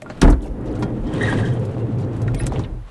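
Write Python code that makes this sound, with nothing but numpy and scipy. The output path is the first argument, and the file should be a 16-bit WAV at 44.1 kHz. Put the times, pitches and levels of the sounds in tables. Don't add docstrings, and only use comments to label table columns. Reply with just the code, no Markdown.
import sys
import numpy as np
from scipy import signal
from scipy.fft import rfft, irfft, next_fast_len
from scipy.io import wavfile
from scipy.ndimage import map_coordinates

SR = 44100
rng = np.random.default_rng(int(sys.argv[2]) if len(sys.argv) > 2 else 0)


def unload_wav(signal):
    wavfile.write(
        sys.argv[1],
        SR,
        np.round(np.clip(np.atleast_2d(signal).T, -1, 1) * 32767).astype(np.int16),
    )


def elevation(decibels):
    levels = np.asarray(decibels, float)
    return 10 ** (levels / 20)


N = 127890

# (frequency [Hz], relative density [dB])
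PARK_SPECTRUM = [(65, -7), (110, 6.5), (337, -14), (529, -8.5), (1330, -16), (6530, -36), (10300, -38.5),
                 (11300, -27), (12000, -73), (15600, -99), (22000, -120)]
PARK_DB = -48

CABIN_DB, CABIN_T60_S = -22.5, 0.072

# (start [s], end [s], level [dB], grain rate [1/s], at most 99 grains)
GRIT_BURSTS = [(0.064, 0.214, -51.5, 260), (0.422, 0.483, -50, 830), (0.658, 0.846, -49.5, 730),
               (1.973, 2.05, -51.5, 900), (2.337, 2.498, -42.5, 600), (2.51, 2.667, -50.5, 300)]
GRAIN_HZ, GRAIN_OCTAVES, GRAIN_CYCLES, GRAIN_SPREAD_DB = 3500, 0.8, 5, 3

# (start [s], length [s], frequency [Hz], level [dB])
WHISTLE_TONES = [(2.35, .07, 8900, -49), (2.387, .032, 10200, -32), (2.415, .02, 10200, -48),
                 (2.378, .03, 3950, -46), (2.395, .03, 5100, -50), (2.4, .033, 2600, -40),
                 (2.565, .025, 3300, -50), (2.4, .012, 7600, -52), (2.355, .035, 2200, -45),
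                 (2.37, .02, 5800, -54), (1.795, .05, 2750, -55), (2.275, .02, 3800, -50)]
WHISTLE_WAVER_RAD, WHISTLE_FLUTTER_DB = 0.65, 2.5

# (time [s], level [dB], centre frequency [Hz], bandwidth scale [octaves], scatter t60 [s])
METAL_TICKS = [(.019, -29.5, 4840, 2.1, 0.037), (.028, -44, 7460, 0.25, 0.066),
               (.1, -20.5, 1110, 1.03, 0.06), (0.2149, -13.5, 4700, 1.3, 0.09),
               (0.217, -3.5, 5100, 1.2, 0.011), (0.22, -13.5, 2700, 0.74, 0.099),
               (0.102, -38, 4340, 0.16, 0.13), (0.098, -40, 6470, 0.4, 0.078),
               (.301, -20.5, 8300, 1.1, 0.055), (.308, -44, 7900, 1.2, 0.074),
               (0.318, -35, 6960, 0.77, 0.068), (0.325, -32, 3600, 0.39, 0.043),
               (.2755, -27.5, 3800, 0.96, 0.079), (0.231, -24.5, 3000, 0.42, .07),
               (.61, -52, 8500, .5, .05), (.707, -53, 5000, 1.2, 0.065), (0.727, -54, 4000, 1.6, .06),
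               (0.791, -43, 8850, 0.71, 0.27), (2.009, -44, 5000, 1.6, 0.11), (2.131, -45, 5000, 0.87, .06),
               (.408, -45, 3360, 0.18, 0.054), (0.419, -40.5, 8800, 0.89, 0.23),
               (0.46, -39.5, 4900, 3.3, 0.083), (0.658, -43.5, 4950, 1.2, 0.15),
               (0.753, -39, 4000, 1.3, 0.12), (0.8241, -23.5, 2830, 1.36, 0.077),
               (1.069, -38, 3540, 0.99, 0.11), (1.138, -28.5, 7000, 0.77, 0.018),
               (1.327, -29.5, 2200, 3.1, 0.043), (1.451, -36.5, 5000, 0.97, 0.3),
               (1.595, -41.5, 7000, 1.2, 0.071), (1.651, -33, 3970, 2.6, 0.062),
               (1.7135, -44, 7000, 1.4, .05), (1.985, -43.5, 4000, 1.5, 0.16),
               (2.165, -40.5, 7060, 1.3, 0.07), (2.217, -31.5, 5800, 2.4, 0.06),
               (2.277, -40, 4000, 1.1, 0.071), (2.338, -55, 8000, 1, .04), (2.346, -21.5, 7040, 1.5, 0.035),
               (2.434, -30, 3470, 1.9, 0.036), (2.46, -32, 8100, .9, .03), (2.466, -15.5, 7900, 0.58, 0.04),
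               (2.4665, -22, 2600, 1, 0.04), (2.346, -38, 2210, 0.58, 0.097), (2.521, -35, 3000, 1.4, .05),
               (2.535, -39, 6200, .2, .05), (2.535, -36, 3500, 0.33, 0.038), (2.521, -41, 9000, .5, 0.026),
               (2.41, -44, 3000, 0.59, .05), (2.559, -26.5, 2320, 0.67, 0.06),
               (2.593, -29, 4830, 0.67, 0.045), (2.638, -34, 3500, 0.3, 0.041),
               (2.646, -29, 2830, 0.54, 0.045)]

# (time [s], relative level [dB], centre frequency [Hz], decay scale [times mode t60])
BRACKET_KNOCKS = [(.022, -20.5, 600, 0.69), (0.021, -28.5, 2140, 0.55), (.1, -19.5, 620, 0.76),
                  (.103, -38, 1600, 0.64), (0.22, -11, 1280, 0.59), (0.25, -12.5, 1350, 0.33),
                  (.283, -10, 750, 0.58), (.229, -10, 1000, .9), (.456, -23.5, 725, 0.89),
                  (.766, -29, 1200, 0.4), (0.825, -21, 1050, 1.3), (.828, -25.5, 2220, 1.6),
                  (1.327, -11, 980, 0.47), (0.061, -24.5, 1100, 0.63), (2.346, -30.5, 2400, 0.88),
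                  (2.34, -26.5, 790, 1), (2.28, -21.5, 1800, 0.63), (2.468, -26.5, 1600, 0.39),
                  (2.521, -15.5, 800, 0.81), (2.4, -26, 1900, 1.4), (2.596, -21.5, 920, 0.59),
                  (2.561, -26, 900, 0.94), (2.476, -26, 900, 0.74), (2.646, -36.5, 2000, 2)]
# (frequency [Hz], unscaled t60 [s])
BRACKET_MODES = [(610, 0.11), (790, 0.058), (965, 0.045), (1120, 0.036), (1400, 0.12), (1610, 0.051),
                 (1850, 0.048), (2150, 0.031), (2400, 0.03), (3240, 0.12)]
KNOCK_OCTAVES, MODE_SCATTER_DB = 0.4, 2

# (time [s], group 1 level [dB], group 2 level [dB], group 3 level [dB], group 4 level [dB])
SQUEAK_LEVELS = [(1.04, -63, -62, -59, -75), (1.086, -46, -52, -52, -73), (1.116, -62, -61, -57, -72),
                 (1.134, -51, -40, -52, -65), (1.184, -48, -56, -50, -67), (1.198, -38, -46, -50, -66),
                 (1.21, -31, -29, -37, -53), (1.22, -27, -37, -46, -46), (1.234, -20, -40, -48, -40),
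                 (1.26, -30.5, -45, -61, -64), (1.268, -33, -42, -62, -46), (1.296, -30.5, -24, -38.5, -49),
                 (1.312, -32.5, -32, -45, -43), (1.33, -33, -28.5, -36, -70), (1.358, -49, -41, -66, -67),
                 (1.374, -29.5, -46, -41, -46), (1.392, -32, -42, -54, -55), (1.404, -32, -42, -50, -55),
                 (1.422, -44, -42, -54, -63), (1.466, -39, -31, -41, -67), (1.5, -46, -45, -54, -79),
                 (1.54, -51, -49, -52, -54.5), (1.582, -59, -72.5, -59, -72), (1.6, -52, -59, -63, -58)]
# (frequency [Hz], width [Hz], gain [dB])
RAIL_GROUPS = [
    [(1860, 70, 0), (2030, 200, -8), (3760, 160, -12)],
    [(1585, 90, 0), (1700, 160, -2)],
    [(3100, 220, 0), (3350, 250, -2)],
    [(5700, 600, -4), (6440, 500, -3), (7570, 500, -3), (8700, 400, 0), (9400, 700, -3)],
]
SLIPS_PER_S, SLIP_SPREAD_DB = 1500, 3

# (time [s], big panel level [dB], middle panels level [dB], small panels level [dB])
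PANEL_LEVELS = [(0.4, -33, -24, -42), (0.45, -50, -32, -37), (0.62, -42.5, -32.5, -40),
                (0.69, -36, -26.5, -29), (0.77, -25, -26, -39), (0.86, -23.5, -23.5, -32.5),
                (0.89, -36, -40, -37), (0.92, -26, -22.5, -30), (1.03, -31, -31.5, -38),
                (1.07, -38, -20, -37), (1.1, -29, -30, -33.5), (1.22, -32, -26, -24.5),
                (1.25, -20.5, -26, -23), (1.31, -22.5, -48, -34), (1.34, -26, -17.5, -26),
                (1.4, -18.5, -30.5, -30), (1.53, -17, -26.5, -29), (1.56, -35, -29, -35),
                (1.59, -19.5, -33, -27), (1.74, -25.5, -40, -33), (1.76, -27.5, -34.5, -35),
                (1.85, -19.5, -24, -28), (1.87, -31, -39, -33), (1.89, -27, -22, -42),
                (1.98, -17.5, -32, -31), (2.11, -27, -30, -29.5), (2.19, -24, -27.5, -47),
                (2.23, -18, -35, -28.5), (2.36, -20.5, -27.5, -36), (2.38, -31.5, -38, -40),
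                (2.44, -23, -51, -52), (2.47, -24.5, -24, -27), (2.5, -23, -41, -47),
                (2.54, -40, -41, -28.5), (2.58, -19.5, -43, -29), (2.64, -24.5, -41, -46),
                (2.69, -44, -36.5, -45), (2.73, -36, -35, -68), (2.79, -37, -46, -70),
                (2.85, -39, -53, -61)]
# (frequency [Hz], width of one of two stages [Hz])
MIDDLE_PANELS = [(215, 32.3), (257, 41), (300, 38.4)]
# (frequency [Hz], width of one of two stages [Hz])
SMALL_PANELS = [(405, 40), (450, 51), (505, 52)]
BOOM_HZ, BOOM_WIDTH_HZ = 116.1, 25.9
RING_SHARE_DB, PANEL_TOP_HZ = -3, 700
EVENNESS = 0.6

# (time [s], strength [dB], contact softness [ms], extra level of the deep modes [dB])
DOOR_JOLTS = [(0.218, -15, 0.16, -17), (.229, -3.5, 1.4, -13), (.247, -5.5, 0.96, -2),
              (.276, -9.5, 0.66, 3.5), (.284, -13, 0.72, -7), (.297, -12.5, 0.78, -10),
              (0.326, -15, 1.8, -8)]
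# (frequency [Hz], relative level [dB], t60 [s])
DOOR_MODES = [(43.9, -2.5, 0.36), (62, -11.5, 0.6), (105, -20, 0.34), (153, -16, 0.29), (211.6, -6, 0.04),
              (266, -4, 0.26), (298.5, -4, 0.18), (356, -8.5, 0.31), (478, -5, 0.056), (588, -15, 0.17),
              (674, -9, 0.2), (840, -1.5, 0.033), (967, -8.5, 0.24), (1250, -18, .08), (1360, -32, 0.041),
              (1660, 3, 0.028), (1890, -26, 0.02)]
# (frequency [Hz], relative density [dB])
CLATTER_SPECTRUM = [(71, -31), (120, 0.5), (297, -6), (884, -19), (987, -25), (1080, -22), (1650, -27),
                    (5000, -57), (6500, -81), (11000, -120)]
DEEP_HZ, CLATTER_DB, CLATTER_T60_S = 130, -2.5, 0.12

# (time [s], rumble level [dB], body sway over rumble [dB], rail hiss over rumble [dB])
ROLL_LEVELS = [(0.0, -50, -10, -26), (0.05, -36.5, -5, -19), (0.1, -36.5, -11, -15),
               (0.19, -35.5, -9, -10.5), (0.25, -38.5, 32.5, -7), (0.31, -32.5, 18.5, -35),
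               (0.41, -34, 3, -50), (0.51, -34, 9, -53), (0.64, -30, -4, -28), (0.68, -30, 2, -22),
               (0.87, -25, -11.5, -30), (0.94, -31, 5.5, -23), (0.98, -27, -9, -24), (1.02, -30, 8.5, -23),
               (1.16, -24.5, -25, -12), (1.33, -22, -25, -9.5), (1.59, -28, -17, -20.5),
               (2.11, -28.5, -15, -22), (2.45, -28.5, 6, -20), (2.6, -25, -2.5, -19),
               (2.73, -38, 10.5, -30), (2.9, -60.5, 19, 8)]
# (frequency [Hz], relative density [dB])
RUMBLE_SPECTRUM = [(70, -17), (100, -10), (170, -12.5), (330, -14.5), (580, -24), (800, -26.5),
                   (1150, -35.5), (1900, -43.5), (3000, -58), (3900, -78), (6600, -120)]
# (frequency [Hz], relative density [dB])
HISS_SPECTRUM = [(1290, 6), (2200, -3), (2520, -1), (3720, -5), (4940, -14), (9030, -16), (11500, -31),
                 (12000, -47), (15600, -71), (22000, -120)]
# (frequency [Hz], relative density [dB])
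SWAY_SPECTRUM = [(15, -16), (40, 24), (70, 14), (95, 4), (130, -47.5)]
BUMPS_PER_S, BUMP_SPREAD_DB, BUMP_SHARE = 500, 2.5, 0.4

MIC_TOP_HZ, MIC_ORDER = 10900, 9.7
CUT_HZ = 12290


def unit(x):
    return x / np.sqrt(np.mean(x ** 2) + 1e-20)


def curves(rows):
    s, *columns = np.transpose(rows)
    return [np.interp(np.arange(N) / SR, s, column) for column in columns]


def wobble(rate):
    knots = rng.standard_normal(int(N * rate / SR) + 4)
    return map_coordinates(knots, [np.arange(N) * rate / SR])


def filtered(x, response):
    m = next_fast_len(len(x) + 8192)
    return irfft(rfft(x, m) * response(np.fft.rfftfreq(m, 1 / SR)), m)[:len(x)]


def coloured(x, points):
    f, db = np.transpose(points)
    return unit(filtered(x, lambda hz: elevation(np.interp(np.log(hz + 1), np.log(f + 1), db))))


def resonance(f, hz, width):
    return 1j * f * width / (hz * hz - f * f + 1j * f * width)


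def add(track, s, sound):
    part = track[round(s * SR):][:len(sound)]
    part += sound[:len(part)]


def car_park():
    return elevation(PARK_DB) * coloured(rng.standard_normal(N), PARK_SPECTRUM)


def cabin(x):
    t = np.arange(SR // 4) / SR
    tail = rng.standard_normal(len(t)) * elevation(-60 * t / CABIN_T60_S) * (t > 0.004)
    return signal.fftconvolve(x, tail / np.linalg.norm(tail))[:N]


def grit():
    out, t = np.zeros(N), np.arange(SR // 50) / SR
    for start, end, db, per_s in GRIT_BURSTS:
        length = end - start
        for _ in range(min(int(per_s * length), 99)):
            when = start + rng.random() * length
            hz = min(GRAIN_HZ * 2 ** (GRAIN_OCTAVES * rng.standard_normal()), CUT_HZ)
            ping = np.sin(2 * np.pi * hz * t) * np.exp(-t * hz / GRAIN_CYCLES)
            add(out, when, elevation(db + GRAIN_SPREAD_DB * rng.standard_normal()) * ping)
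    return out


def whistles():
    out, drift, flutter = np.zeros(N), wobble(rate=300), wobble(rate=200)
    for s, length, hz, db in WHISTLE_TONES:
        t = np.arange(round(length * SR)) / SR
        here = slice(round(s * SR), round(s * SR) + len(t))
        phase = 2 * np.pi * hz * t + WHISTLE_WAVER_RAD * drift[here]
        level = elevation(db + WHISTLE_FLUTTER_DB * flutter[here])
        add(out, s, level * np.sin(np.pi * t / length) * np.sin(phase))
    return out


def ticks():
    out, t = np.zeros(N), np.arange(SR // 4) / SR
    for s, db, hz, octaves, t60 in METAL_TICKS:
        band = lambda f: np.exp(-(np.log2((f + 1) / hz) / octaves) ** 2)
        scatter = unit(filtered(rng.standard_normal(len(t)), band))
        scatter *= elevation(-60 * t / t60) * (1 - np.exp(-t * hz / 2))
        impulse = 1.0 * (np.arange(len(t)) == round(SR / hz))
        contact = filtered(impulse, band)
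        add(out, s, elevation(db) * (0.32 * scatter + contact / contact.max()))
    return out


def knocks():
    out, t = np.zeros(N), np.arange(SR // 5) / SR
    for s, db, centre_hz, scale in BRACKET_KNOCKS:
        ring = np.zeros(len(t))
        for hz, t60 in BRACKET_MODES:
            weight = np.exp(-(np.log2(hz / centre_hz) / KNOCK_OCTAVES) ** 2)
            decay = elevation(MODE_SCATTER_DB * rng.normal() - 60 * t / (t60 * scale))
            ring += weight * decay * np.sin(2 * np.pi * hz * t + rng.uniform(0, 2.65))
        add(out, s, elevation(db) * ring * (1 - np.exp(-t / 0.00024)) / 2)
    return out


def squeak():
    t, out = np.arange(N) / SR, np.zeros(N)
    fade_in = np.clip((t - SQUEAK_LEVELS[0][0]) / 0.026, 0, 1)
    fade_out = np.clip((SQUEAK_LEVELS[-1][0] - t) / 0.02, 0, 1)
    for db, group in zip(curves(SQUEAK_LEVELS), RAIL_GROUPS):
        slips = (rng.random(N) < SLIPS_PER_S / SR) * rng.standard_normal(N)
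        slips *= elevation(SLIP_SPREAD_DB * wobble(rate=70))
        rail = lambda f: sum((-1) ** k * elevation(gain) * resonance(f, hz, width)
                             for k, (hz, width, gain) in enumerate(group))
        sharpen = lambda f: np.abs(rail(f)) ** 0.5 * (f > 900)
        out += elevation(db) * unit(filtered(filtered(slips, rail), sharpen))
    return out * fade_in * fade_out


def panel_ring(modes):
    ring = filtered(rng.standard_normal(N),
                    lambda f: sum(resonance(f, hz, width) ** 2 for hz, width in modes))
    even = ring / np.abs(signal.hilbert(ring)) ** EVENNESS
    return unit(filtered(even, lambda f: np.exp(-(f / PANEL_TOP_HZ) ** 4) * (f > 60)))


def panels():
    boom_db, middle_db, small_db = curves(PANEL_LEVELS)
    t = np.arange(N) / SR
    fade_in = np.clip((t - PANEL_LEVELS[0][0]) / 0.017, 0, 1)
    fade_out = np.clip((PANEL_LEVELS[-1][0] - t) / 0.031, 0, 1)
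    boom = elevation(boom_db) * panel_ring([(BOOM_HZ, BOOM_WIDTH_HZ)])
    middle = elevation(middle_db) * panel_ring(MIDDLE_PANELS)
    small = elevation(small_db) * panel_ring(SMALL_PANELS)
    return fade_in * fade_out * (boom + elevation(RING_SHARE_DB) * (middle + small))


def clunk():
    out, t = np.zeros(N), np.arange(SR // 2) / SR
    for s, db, soft_ms, deep_db in DOOR_JOLTS:
        ring = np.zeros(len(t))
        for hz, level, t60 in DOOR_MODES:
            mode_db = level + deep_db * (hz < DEEP_HZ) + rng.normal(0, 0.77)
            softening = 1 + (hz * soft_ms / 500) ** 2
            ring += elevation(mode_db - 60 * t / t60) * np.sin(2 * np.pi * hz * t) / softening
        shaken = coloured(rng.standard_normal(len(t)), CLATTER_SPECTRUM)
        shaken *= elevation(CLATTER_DB - 60 * t / CLATTER_T60_S) * (1 - np.exp(-t / 0.001))
        add(out, s, elevation(db) * (ring * (1 - np.exp(-t / 0.00023)) + shaken))
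    return out


def roughness(per_s):
    bumps = (rng.random(N) < per_s / SR) * rng.standard_normal(N)
    bumps *= elevation(BUMP_SPREAD_DB * rng.standard_normal(N))
    return BUMP_SHARE * unit(bumps) + rng.standard_normal(N)


def rolling():
    rumble_db, sway_db, hiss_db = curves(ROLL_LEVELS)
    shake_db = 1.09 * wobble(rate=14.036)
    rumble = elevation(shake_db) * coloured(roughness(BUMPS_PER_S), RUMBLE_SPECTRUM)
    sway = elevation(sway_db + 0.23 * shake_db) * coloured(rng.standard_normal(N), SWAY_SPECTRUM)
    flicker_db = 0.53 * shake_db + 2.47 * wobble(rate=35)
    hiss = elevation(hiss_db + flicker_db) * coloured(roughness(BUMPS_PER_S / 4), HISS_SPECTRUM)
    return elevation(rumble_db) * (rumble + sway + hiss)


def scene():
    metal = grit() + whistles() + ticks() + knocks() + squeak()
    door = panels() + clunk() + rolling()
    return (car_park() + elevation(CABIN_DB) * cabin(metal) + metal + door)[None]


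def band_limit(x):
    return signal.sosfilt(signal.butter(12, 12290, fs=SR, output="sos"), x)


def record(dry):
    top, hard = 1.1, 4
    soft = dry / (1 + np.abs(dry / top) ** hard) ** (1 / hard)
    bass = lambda f: f / (f + 5)
    treble = lambda f: (f < CUT_HZ) / np.sqrt(1 + (f / MIC_TOP_HZ) ** (2 * MIC_ORDER))
    heard = filtered(soft[0], lambda f: bass(f) * treble(f))
    return band_limit(heard[None])


dry = scene()
out = record(dry)
unload_wav(out)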